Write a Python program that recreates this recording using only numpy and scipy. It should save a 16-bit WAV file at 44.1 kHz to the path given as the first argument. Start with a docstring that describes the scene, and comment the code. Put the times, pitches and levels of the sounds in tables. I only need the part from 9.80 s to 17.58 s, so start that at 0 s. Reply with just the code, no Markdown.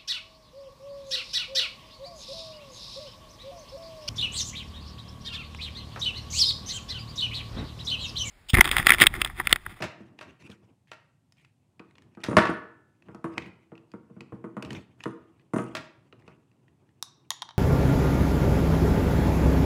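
"""A soft knock, a plastic clack and a rub come first: a wire is being fed into a wall switch on a hollow
work board in a small bare room. Tugged by their wires, two lamp holders knock on the board and excite its
bending modes; one topples and rings. Plastic shells clack, the wire ticks as it catches, and fingers rub.
At last a screwdriver tip clicks onto the terminal screw. Each impact is a brief contact followed by
damped modes and reverberation; the harder the contact, the brighter the sound."""
import sys
import numpy as np
from scipy import signal
from scipy.fft import rfft, irfft, next_fast_len
from scipy.io import wavfile
from scipy.ndimage import uniform_filter1d, map_coordinates

SR = 44100
rng = np.random.default_rng(int(sys.argv[2]) if len(sys.argv) > 2 else 0)


def wav_out(sig):
    """Save sig, one row per channel (or a flat mono array), as 16-bit PCM at SR to the path in sys.argv[1]."""
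    wavfile.write(sys.argv[1], SR, np.round(np.clip(np.atleast_2d(sig).T, -1, 1) * 32767).astype(np.int16))


N = 343098
SIZE = 24576  # samples in one impact response
T, HZ = np.arange(SIZE) / SR, np.fft.rfftfreq(SIZE, 1 / SR)

# impacts of holder on board and of shell on shell: (time [s], level [dB], hardness [dB])
HOLDER_KNOCKS = [(.003, -41, 3.5), (.203, -43, -19), (0.646, -47.5, -20), (.694, -45.5, -8),
                 (1.997, -48.5, 5), (2.371, -44.5, 1), (2.484, -25.5, -4.5), (2.511, -31, 3),
                 (2.53, -28.5, 1), (2.568, -17, 11.5), (2.692, -27.5, 3.5), (3.285, -47, 4),
                 (3.346, -44, 4), (3.4419, -31, 6), (3.574, -38.5, 4), (3.66, -44, -15), (3.918, -44, -2),
                 (4.137, -39, -0.5), (4.298, -46, -12), (4.365, -44, -8), (4.408, -43.5, -8.5),
                 (4.521, -37, -3.5), (4.641, -35.5, -0.5), (4.767, -35, 5), (4.825, -41, 3),
                 (4.906, -34, -26), (5.256, -30, 4.5), (5.735, -24.5, -0.5), (5.761, -24, 0),
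                 (5.784, -35.5, 10.5), (6.326, -52, 2), (6.477, -52.5, 6.5)]
SHELL_CLACKS = [(0.0228, -38, 1), (0.411, -49.5, -2.5), (1.1159, -51, -3.5), (2.446, -45, 3.5),
                (2.568, -18.5, -9.5), (2.654, -33.5, -11.5), (4.905, -60, 8), (5.951, -40, 4)]
# wire and nails on the switch, tip on the screw: (time [s], level [dB], hardness [dB], ring [Hz])
WIRE_TICKS = [(.0235, -37, 0, 2700), (.3895, -44.5, -4, 2740), (.6745, -56, -8, 2480),
              (.7, -54.5, 10, 2500), (1.1165, -43.5, -2, 2900), (1.5225, -66, 19.5, 5170),
              (1.648, -60, 2, 2580), (1.995, -48, -8.5, 2436), (2.109, -63.5, 3, 2150),
              (2.154, -58, -2.5, 3500), (2.182, -55, 2, 2280), (2.221, -63, 11.5, 1800),
              (2.35, -61, 3, 2480), (2.4355, -40, 3, 2400), (2.439, -33.5, 10, 3840),
              (3.223, -59.5, -6, 2590), (3.347, -62, 17, 2520), (3.5795, -27, -4.5, 2480),
              (3.6215, -47, -6, 2550), (3.6605, -52.5, -18, 2420), (3.9535, -56, -11, 2620),
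              (3.978, -54.5, -10, 2680), (4.117, -61.5, 10, 4740), (4.407, -44, 0.5, 2550),
              (4.8245, -39.5, 6.5, 2590), (4.849, -44.5, 3, 2820), (4.906, -40, 2, 3050),
              (4.93, -46, 14, 2550), (4.95, -42, -15, 3630), (5.2055, -46.5, -11, 2480),
              (5.2372, -40, 8, 2900), (5.596, -64.5, -14, 2500), (6.3256, -51, -12, 2780),
              (6.4788, -51.5, -5, 2515), (6.422, -66.5, -14, 1890), (6.715, -70, -2, 2650),
              (6.881, -67, -17, 1900), (7.09, -71, -13, 1840)]
TIP_CLICKS = [(7.2262, -34.5, 19.5, 3710), (7.5053, -28.5, 19.5, 3284), (7.5165, -37.5, -1, 3284),
              (7.6206, -32, 5.5, 3200), (7.627, -35.5, -10.5, 3200), (7.69, -43, -5.5, 3100),
              (7.708, -45.5, -10, 3100)]
# finger strokes: (start [s], length [s], rumble level [dB], rub level [dB])
FINGER_STROKES = [(0, 0.06, -38.5, -46), (0.188, 0.1, -59, -73), (0.374, .15, -56.5, -63),
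                  (0.591, 0.14, -57.5, -60), (0.796, 0.11, -60.5, -79), (1.07, .06, -76, -67.5),
                  (1.555, .11, -76, -69), (2.149, .13, -60, -77), (2.39, .15, -50.5, -61),
                  (3.25, 0.12, -54.5, -76), (3.485, 0.19, -48, -62.5), (4.822, .16, -42.5, -53),
                  (5.186, 0.054, -76, -63), (5.357, 0.066, -54, -80.5), (5.794, 0.24, -50.5, -59.5),
                  (6.373, .15, -58, -75)]
# rumble of the holding hand: (time [s], level [dB])
HOLD_LEVELS = [(0, -52.5), (1.05, -83), (1.7, -83), (2.099, -68), (5.5, -64), (6.7, -66.5), (7.78, -68.5)]

# low, middle and high band of large and of small impacts: (lower edge [Hz], upper edge [Hz])
LARGE_BANDS = [(80, 500), (800, 2200), (3500, 12000)]
SMALL_BANDS = [(600, 1600), (2000, 4500), (6000, 14000)]
# contact laws, a row per band: (offset from the impact's level [dB], slope with hardness [dB/dB])
KNOCK_LAW = [(0.5, 0), (-13, 1), (-44.5, 1.56)]
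CLACK_LAW = [(-9, 0.96), (2.5, 0), (-9, 1)]
TICK_LAW = [(-6, 0.013), (-1.5, 0), (-20.5, 0.91)]
TIP_LAW = [(-3.5, -0.082), (-0.5, 0.049), (-19.5, 1)]

# normal modes of each body: (frequency [Hz], relative level [dB], t60 [s])
BOARD_MODES = [(124, -7, .2), (193, -2, .14), (228, -5, .12), (263, -5, .14), (329, 1, .21), (378, -5, .15),
               (466, 1, .11), (624, -2, .1), (700, -8, .09), (940, -7, .14), (1095, -10, .11),
               (1141, -7, .18), (1214, -9, .14), (1266, -8, .16), (1395, -8, .14), (1474, -11, .13),
               (1534, -13, .15), (1790, -13, .1), (1920, -11, .07), (2066, -12, .07), (2535, -22, .09),
               (3500, -31, .07), (6900, -33, .06), (8950, -23, .07), (9130, -24, .07)]
LAMP_MODES = [(478, -2.5, .2), (616, 2, 0.16), (937, -10, .43), (1141, -8, 0.44), (1265, -9, .49),
              (1330, -13.5, 0.71), (1390, -14, .6), (1450, -12.5, .63), (1500, -12, .7), (1710, -10.5, .68),
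              (1770, -11.5, .65)]
SHELL_MODES = [(174, -9.5, 0.11), (337.2, -5.5, .16), (623.7, 1.5, .12), (941, -5.5, 0.16),
               (1384, -0.5, 0.1), (1520, -11, 0.032), (1885, -2.5, 0.11), (2650, -1.5, 0.071)]
DRIVER_MODES = [(940, -3, .013), (1110, -6, .016), (1873, -11, .016), (3200, -5, .012), (3750, 0, .018),
                (4500, -5, .01), (5600, 0, .014), (5920, -25, .16), (6950, -5, .009), (6850, -31, .25),
                (9300, -33, .18), (11000, -8, .007)]
SWITCH_MODES = [(970, -7.5, 0.016), (1890, -1.5, 0.025), (2480, -4, 0.035), (2900, -7.5, 0.028),
                (5450, -9, 0.014), (9000, -16, 0.014)]
# spectra of each body's dense, unresolved ringing: (frequency [Hz], relative level [dB])
BOARD_SPECTRUM = [(25, -45), (55, -25), (90, -6.5), (200, 7.5), (480, -0.5), (740, -5), (1050, -1.5),
                  (1400, -4.5), (2200, -12.5), (3300, -20.5), (5000, -33), (9300, -30.5), (12500, -40),
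                  (16000, -53)]
SHELL_SPECTRUM = [(30, -39), (90, -2.5), (400, -3), (650, 1.5), (900, -2.5), (1800, 1), (2500, -0.5),
                  (3200, -4.5), (5300, -7.5), (8000, -15), (11000, -23.5), (16000, -36.5)]
DRIVER_SPECTRUM = [(60, -38), (500, -32.5), (850, 0), (1500, -3), (2600, -4.5), (3500, 5), (5700, 0.5),
                   (8000, -2.5), (11300, -4.5), (12500, -15), (16000, -21)]
SWITCH_SPECTRUM = [(60, -36.5), (400, -15), (900, -7), (2600, -2.5), (4500, -0.5), (8000, -5.5),
                   (11000, -12.5), (16000, -28.5)]
# noise of loose metal, shifting switch, skin and still room: (frequency [Hz], relative level [dB])
RATTLE_SPECTRUM = [(2500, -40), (5000, -15.5), (6900, -4.5), (7900, -10.5), (9200, 0.5), (10500, -13.5),
                   (13000, -24.5), (16000, -30)]
RUMBLE_SPECTRUM = [(30, -36.5), (60, -8), (90, -0.5), (135, 2), (220, -4), (340, -1.5), (500, -15),
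                   (1100, -18.5), (2000, -38), (4000, -60.5)]
RUB_SPECTRUM = [(300, -25), (1000, -5), (2000, 6), (2700, 7.5), (4000, -8), (6500, -10.5), (9300, -17),
                (12000, -25), (16000, -31.5)]
AMBIENT_SPECTRUM = [(15, -58.5), (25, -28), (130, 2.5), (170, -6.5), (277, -10.5), (344, -21), (489, -23),
                    (962, -24.5), (1190, -33.5), (1400, -34), (2000, -34), (2690, -33.5), (5280, -39),
                    (8360, -37), (16000, -51)]
# reverberation time of the room: (frequency [Hz], t60 [s])
ROOM_T60 = [(80, 0.37), (300, .56), (800, 0.54), (1450, 0.53), (2800, .47), (6000, .38), (11000, 0.15),
            (16000, 0.17)]


def board_knocks(lag_s=.0025):
    """Dispersion: the struck board's bending waves are slower in the bass, lag_s late at 200 Hz."""
    count = len(HOLDER_KNOCKS)
    sounds = impacts(count, BOARD_MODES, BOARD_SPECTRUM, contact_t60=.0041,
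                     dense_db=4, dense_t60=.1, modes_db=2, scatter_db=1.5)
    dispersion = np.exp(-4j * np.pi * lag_s * np.sqrt(200 * HZ))
    sounds = [irfft(rfft(sound) * dispersion) for sound in sounds]
    rooms = room_responses(count, tail_db=-10.5, delay_s=.005)
    return play(HOLDER_KNOCKS, KNOCK_LAW, sounds, rooms, LARGE_BANDS, span_s=.027)


def lamp_topple(start_s=2.568, level_db=-20.5, attack_s=.004, scatter_db=1):
    """Free vibration: the fallen lamp's hollow housing rings on in exponentially damped modes."""
    hz, db, t60 = np.transpose(LAMP_MODES)
    strengths = amp(level_db + db + scatter_db * rng.standard_normal(len(hz)))
    phases = rng.uniform(0, 2 * np.pi, len(hz))
    t = np.maximum(np.arange(N) / SR - start_s, 0)
    decays = np.exp(-np.log(1000) * t / t60[:, None])
    modes = np.sin(2 * np.pi * hz[:, None] * t + phases[:, None]) * decays
    return (strengths @ modes) * (1 - np.exp(-t / attack_s))


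def shell_clacks(rebound_s=.017, rebound_db=-5):
    """Inelastic collision: hollow plastic shells meet, chatter and rebound once, more weakly."""
    rebounds = [(s + rebound_s, db + rebound_db, hardness) for s, db, hardness in SHELL_CLACKS]
    events = SHELL_CLACKS + rebounds
    sounds = impacts(len(events), SHELL_MODES, SHELL_SPECTRUM, contact_t60=.022,
                     dense_db=1.5, dense_t60=.12, modes_db=-5, scatter_db=2.5)
    rooms = room_responses(len(events), tail_db=-10, delay_s=.0041)
    return play(events, CLACK_LAW, sounds, rooms, LARGE_BANDS, span_s=.028)


def screwdriver_clicks(shaft_db=-11, shaft_t60=.059):
    """Resonance: the thin steel shaft rings at a pitch set by the grip, and radiates no bass."""
    events = np.array(TIP_CLICKS)
    sounds = impacts(len(events), DRIVER_MODES, DRIVER_SPECTRUM, contact_t60=.008,
                     dense_db=-16, dense_t60=.05, modes_db=1, scatter_db=3)
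    shaft_rings = [amp(shaft_db) * ping(hz, shaft_t60) for hz in events[:, -1]]
    sounds = high_pass(np.add(sounds, shaft_rings), hz=674)
    rooms = room_responses(len(events), tail_db=-15, delay_s=.0014)
    return play(events[:, :-1], TIP_LAW, sounds, rooms, SMALL_BANDS, span_s=.0051)


def wire_ticks(ring_db=-1, ring_t60=.012, loss_per_db=.19):
    """Local resonance: each spot of the switch has its own short ring, purest when touched softly."""
    events = np.vstack([WIRE_TICKS, wire_slips()])
    sounds = impacts(len(events), SWITCH_MODES, SWITCH_SPECTRUM, contact_t60=.012,
                     dense_db=-10, dense_t60=.04, modes_db=-8, scatter_db=3)
    rings = [amp(ring_db - loss_per_db * hardness) * ping(hz, ring_t60) for _, _, hardness, hz in events]
    onset = np.clip(T / .0008, 0, 1)  # a brief fade-in softens each tick's attack
    sounds = np.add(sounds, rings) * onset
    rooms = room_responses(len(events), tail_db=-14, delay_s=.004)
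    return play(events[:, :-1], TICK_LAW, sounds, rooms, SMALL_BANDS, span_s=.005)


def wire_slips(per_stroke=3, over_rub_db=-1.5, spread_db=3.5, hardness_db=4.5, ring_hz=2550):
    """Stick-slip: the wire catches at random in each stroke, louder under a firmer rub."""
    start, length, _, rub_db = np.repeat(FINGER_STROKES, per_stroke, axis=0).T
    when, size, spot = rng.uniform(-.91, 1, (len(start), 3)).T
    times = start + length * (1 + when) / 2
    levels_db = rub_db + over_rub_db + spread_db * size
    return np.column_stack([times, levels_db, np.full(len(start), hardness_db), ring_hz * (1 + spot / 10)])


def metal_rattle(full_db=-47.5, hard_knock_db=-22, growth=2.2, t60=.27, flutter_db=4):
    """Nonlinear rattle: a holder's loose parts zing, gaining growth dB per dB of knock up to a limit."""
    drive = np.zeros(N + SIZE)
    for s, db, _ in HOLDER_KNOCKS:
        level_db = full_db + growth * min(db - hard_knock_db, 0)
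        drive[round(s * SR):][:SIZE] += amp(level_db) * fade(t60)
    fluttering = rng.standard_normal(N) * amp(flutter_db * wobble(280))
    return drive[:N] * coloured(fluttering, RATTLE_SPECTRUM)


def finger_friction(grip_db=5, shift_db=3, hold_rub_db=-18):
    """Friction noise: the switch rumbles as hands shift it, and skin rubs the wire with varying grip."""
    hold = amp(np.interp(np.arange(N) / SR, *np.transpose(HOLD_LEVELS)))
    start, length, rumble_db, rub_db = np.transpose(FINGER_STROKES)
    strokes = np.array([stroke(*timing) for timing in zip(start, length)])
    rub = coloured(skin_noise(depth_db=4.5) * amp(grip_db * wobble(60)), RUB_SPECTRUM)
    rumble = coloured(rng.standard_normal(N) * amp(shift_db * wobble(30)), RUMBLE_SPECTRUM)
    # holding and stroking add in power
    rumble_gain = np.hypot(hold, amp(rumble_db) @ strokes)
    rub_gain = np.hypot(amp(hold_rub_db) * hold, amp(rub_db) @ strokes)
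    return rumble_gain * rumble + rub_gain * rub


def stroke(start, length, attack_s=.016, release_s=.03):
    """Exponential rise and decay: a stroke swells, holds and dies away."""
    t = np.maximum(np.arange(N) / SR - start, 0)
    return (1 - np.exp(-t / attack_s)) * np.exp(-np.clip(t - length, 0, 1) / release_s)


def skin_noise(depth_db):
    """Amplitude modulation: noise bands swell and sink separately as a finger's contact changes."""
    bands = signal.stft(rng.standard_normal(N), nperseg=512)[2]
    swell = uniform_filter1d(rng.standard_normal(bands.shape), size=7, axis=0)  # across frequency
    swell = uniform_filter1d(swell, size=5, axis=1)  # across time
    return signal.istft(bands * amp(depth_db * swell / swell.std()), nperseg=512)[1][:N]


def room_responses(count, tail_db, delay_s):
    """Reverberation: the direct sound, then a diffuse tail whose treble dies first; one per impact."""
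    noise = rng.standard_normal((count, SIZE), dtype=np.float32)
    hz, t, bands = signal.stft(noise, SR, nperseg=256)
    decay = np.exp(-np.log(1000) * t / along(ROOM_T60, hz)[:, None]).astype(np.float32)
    tails = signal.istft(bands * decay, SR, nperseg=256)[1][:, :SIZE]
    arrival = np.clip(T / delay_s - 1, 0, 1)
    return [(T == 0) + amp(tail_db) * norm(tail * arrival) for tail in tails]


def room_tone(level_db=-68):
    """Stationary noise: the faint, low background of the room."""
    return amp(level_db) * coloured(rng.standard_normal(N), AMBIENT_SPECTRUM)


def impacts(count, modes, spectrum, contact_t60, dense_db, dense_t60, modes_db, scatter_db):
    """Modal superposition: a brief contact, dense ringing, and clear modes at new strengths each blow."""
    envelope = norm(fade(contact_t60)) + amp(dense_db) * norm(fade(dense_t60))
    bursts = rng.standard_normal((count, SIZE)) * envelope
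    bursts = irfft(rfft(bursts) * minimum_phase(along(spectrum, HZ)))
    tones = np.array([amp(db) * np.sin(2 * np.pi * hz * T) * fade(t60) for hz, db, t60 in modes])
    strengths = amp(scatter_db * rng.standard_normal((count, len(modes))))
    signs = rng.choice([-1, 1], strengths.shape)
    rings = (strengths * signs) @ tones
    return [norm(burst) + amp(modes_db) * norm(ring) for burst, ring in zip(bursts, rings)]


def play(events, contact_law, sounds, rooms, bands, span_s):
    """Convolution puts each impact in the room; a harder contact is shorter and therefore brighter."""
    out = np.zeros(N + 2 * SIZE)
    offset_db, slope = np.transpose(contact_law)
    ending = np.clip((T[-1] - T) / .08, 0, 1) ** 2
    for (s, db, hardness_db), sound, room in zip(events, sounds, rooms):
        reverberant = irfft(rfft(sound) * rfft(room))
        levels_db = db + offset_db + slope * hardness_db
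        out[round(s * SR):][:SIZE] += ending * equalised(reverberant, levels_db, bands, span_s)
    return out[:N]


def equalised(sound, levels_db, bands, span_s):
    """Equalisation: tilt an impact so that its first span_s approaches the three band levels."""
    window = np.clip((1.1 - T / span_s) * 5, 0, 1)
    power = np.abs(rfft(sound * window)) ** 2 * 2 / (SIZE * span_s * SR)
    own_db = [10 * np.log10(power[(HZ > low) & (HZ < high)].sum() + 1e-20) for low, high in bands]
    centres_hz = np.sqrt(np.prod(bands, axis=1))
    tilt = np.column_stack([centres_hz, np.subtract(levels_db, own_db)])
    return irfft(rfft(sound) * minimum_phase(along(tilt, HZ)))


def minimum_phase(gain_db):
    """Causality: a filter with this gain curve that lets nothing sound before the blow."""
    cepstrum = irfft(np.log(amp(gain_db)))
    cepstrum[1:SIZE // 2] *= 2
    cepstrum[SIZE // 2 + 1:] = 0
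    return np.exp(rfft(cepstrum))


def coloured(noise, spectrum):
    """Spectral shaping of a long noise, returned at rms 1."""
    size = next_fast_len(N + 8192)
    gain = amp(along(spectrum, np.fft.rfftfreq(size, 1 / SR)))
    shaped = irfft(rfft(noise, size) * gain, size)[:N]
    return shaped / np.std(shaped)


def ping(hz, t60):
    """A damped oscillator of energy 1."""
    return norm(np.sin(2 * np.pi * hz * T) * fade(t60))


def fade(t60):
    """Exponential decay, 60 dB down after t60 seconds."""
    return np.exp(-np.log(1000) * T / t60)


def wobble(rate):
    """Random modulation: straight lines through rate random knots a second."""
    knots = rng.standard_normal(int(N * rate / SR) + 4)
    return map_coordinates(knots, [np.arange(N) * rate / SR], order=1)


def high_pass(x, hz):
    """Fifth-order roll-off below hz."""
    return signal.sosfilt(signal.butter(5, hz, "high", fs=SR, output="sos"), x)


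def along(points, hz):
    """Interpolation of (frequency [Hz], value) points on a log axis."""
    frequencies, values = np.transpose(points)
    return np.interp(np.log(hz + 1), np.log(frequencies + 1), values)


def norm(x):
    """Normalisation to an energy of 1."""
    return x / (np.linalg.norm(x) + 1e-12)


def amp(db):
    """Decibels to amplitude ratio."""
    return 10 ** (np.asarray(db) / 20)


def scene():
    """Superposition: all the handling adds to the room tone in one channel."""
    background = room_tone()
    contacts = board_knocks() + metal_rattle() + shell_clacks() + wire_ticks() + screwdriver_clicks()
    return (contacts + finger_friction() + lamp_topple() + background)[None]


def record(dry, ceiling=.9, bass_hz=70.63, top_hz=16000):
    """Soft saturation rounds the loudest peaks; band limiting sheds the deep bass and highest treble."""
    rounded = dry / (1 + (dry / ceiling) ** 4) ** .25
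    size = next_fast_len(N + 8192)
    passband = np.fft.rfftfreq(size, 1 / SR) < top_hz
    return irfft(rfft(high_pass(rounded, bass_hz), size) * passband, size)[..., :N]


dry = scene()
out = record(dry)
wav_out(out)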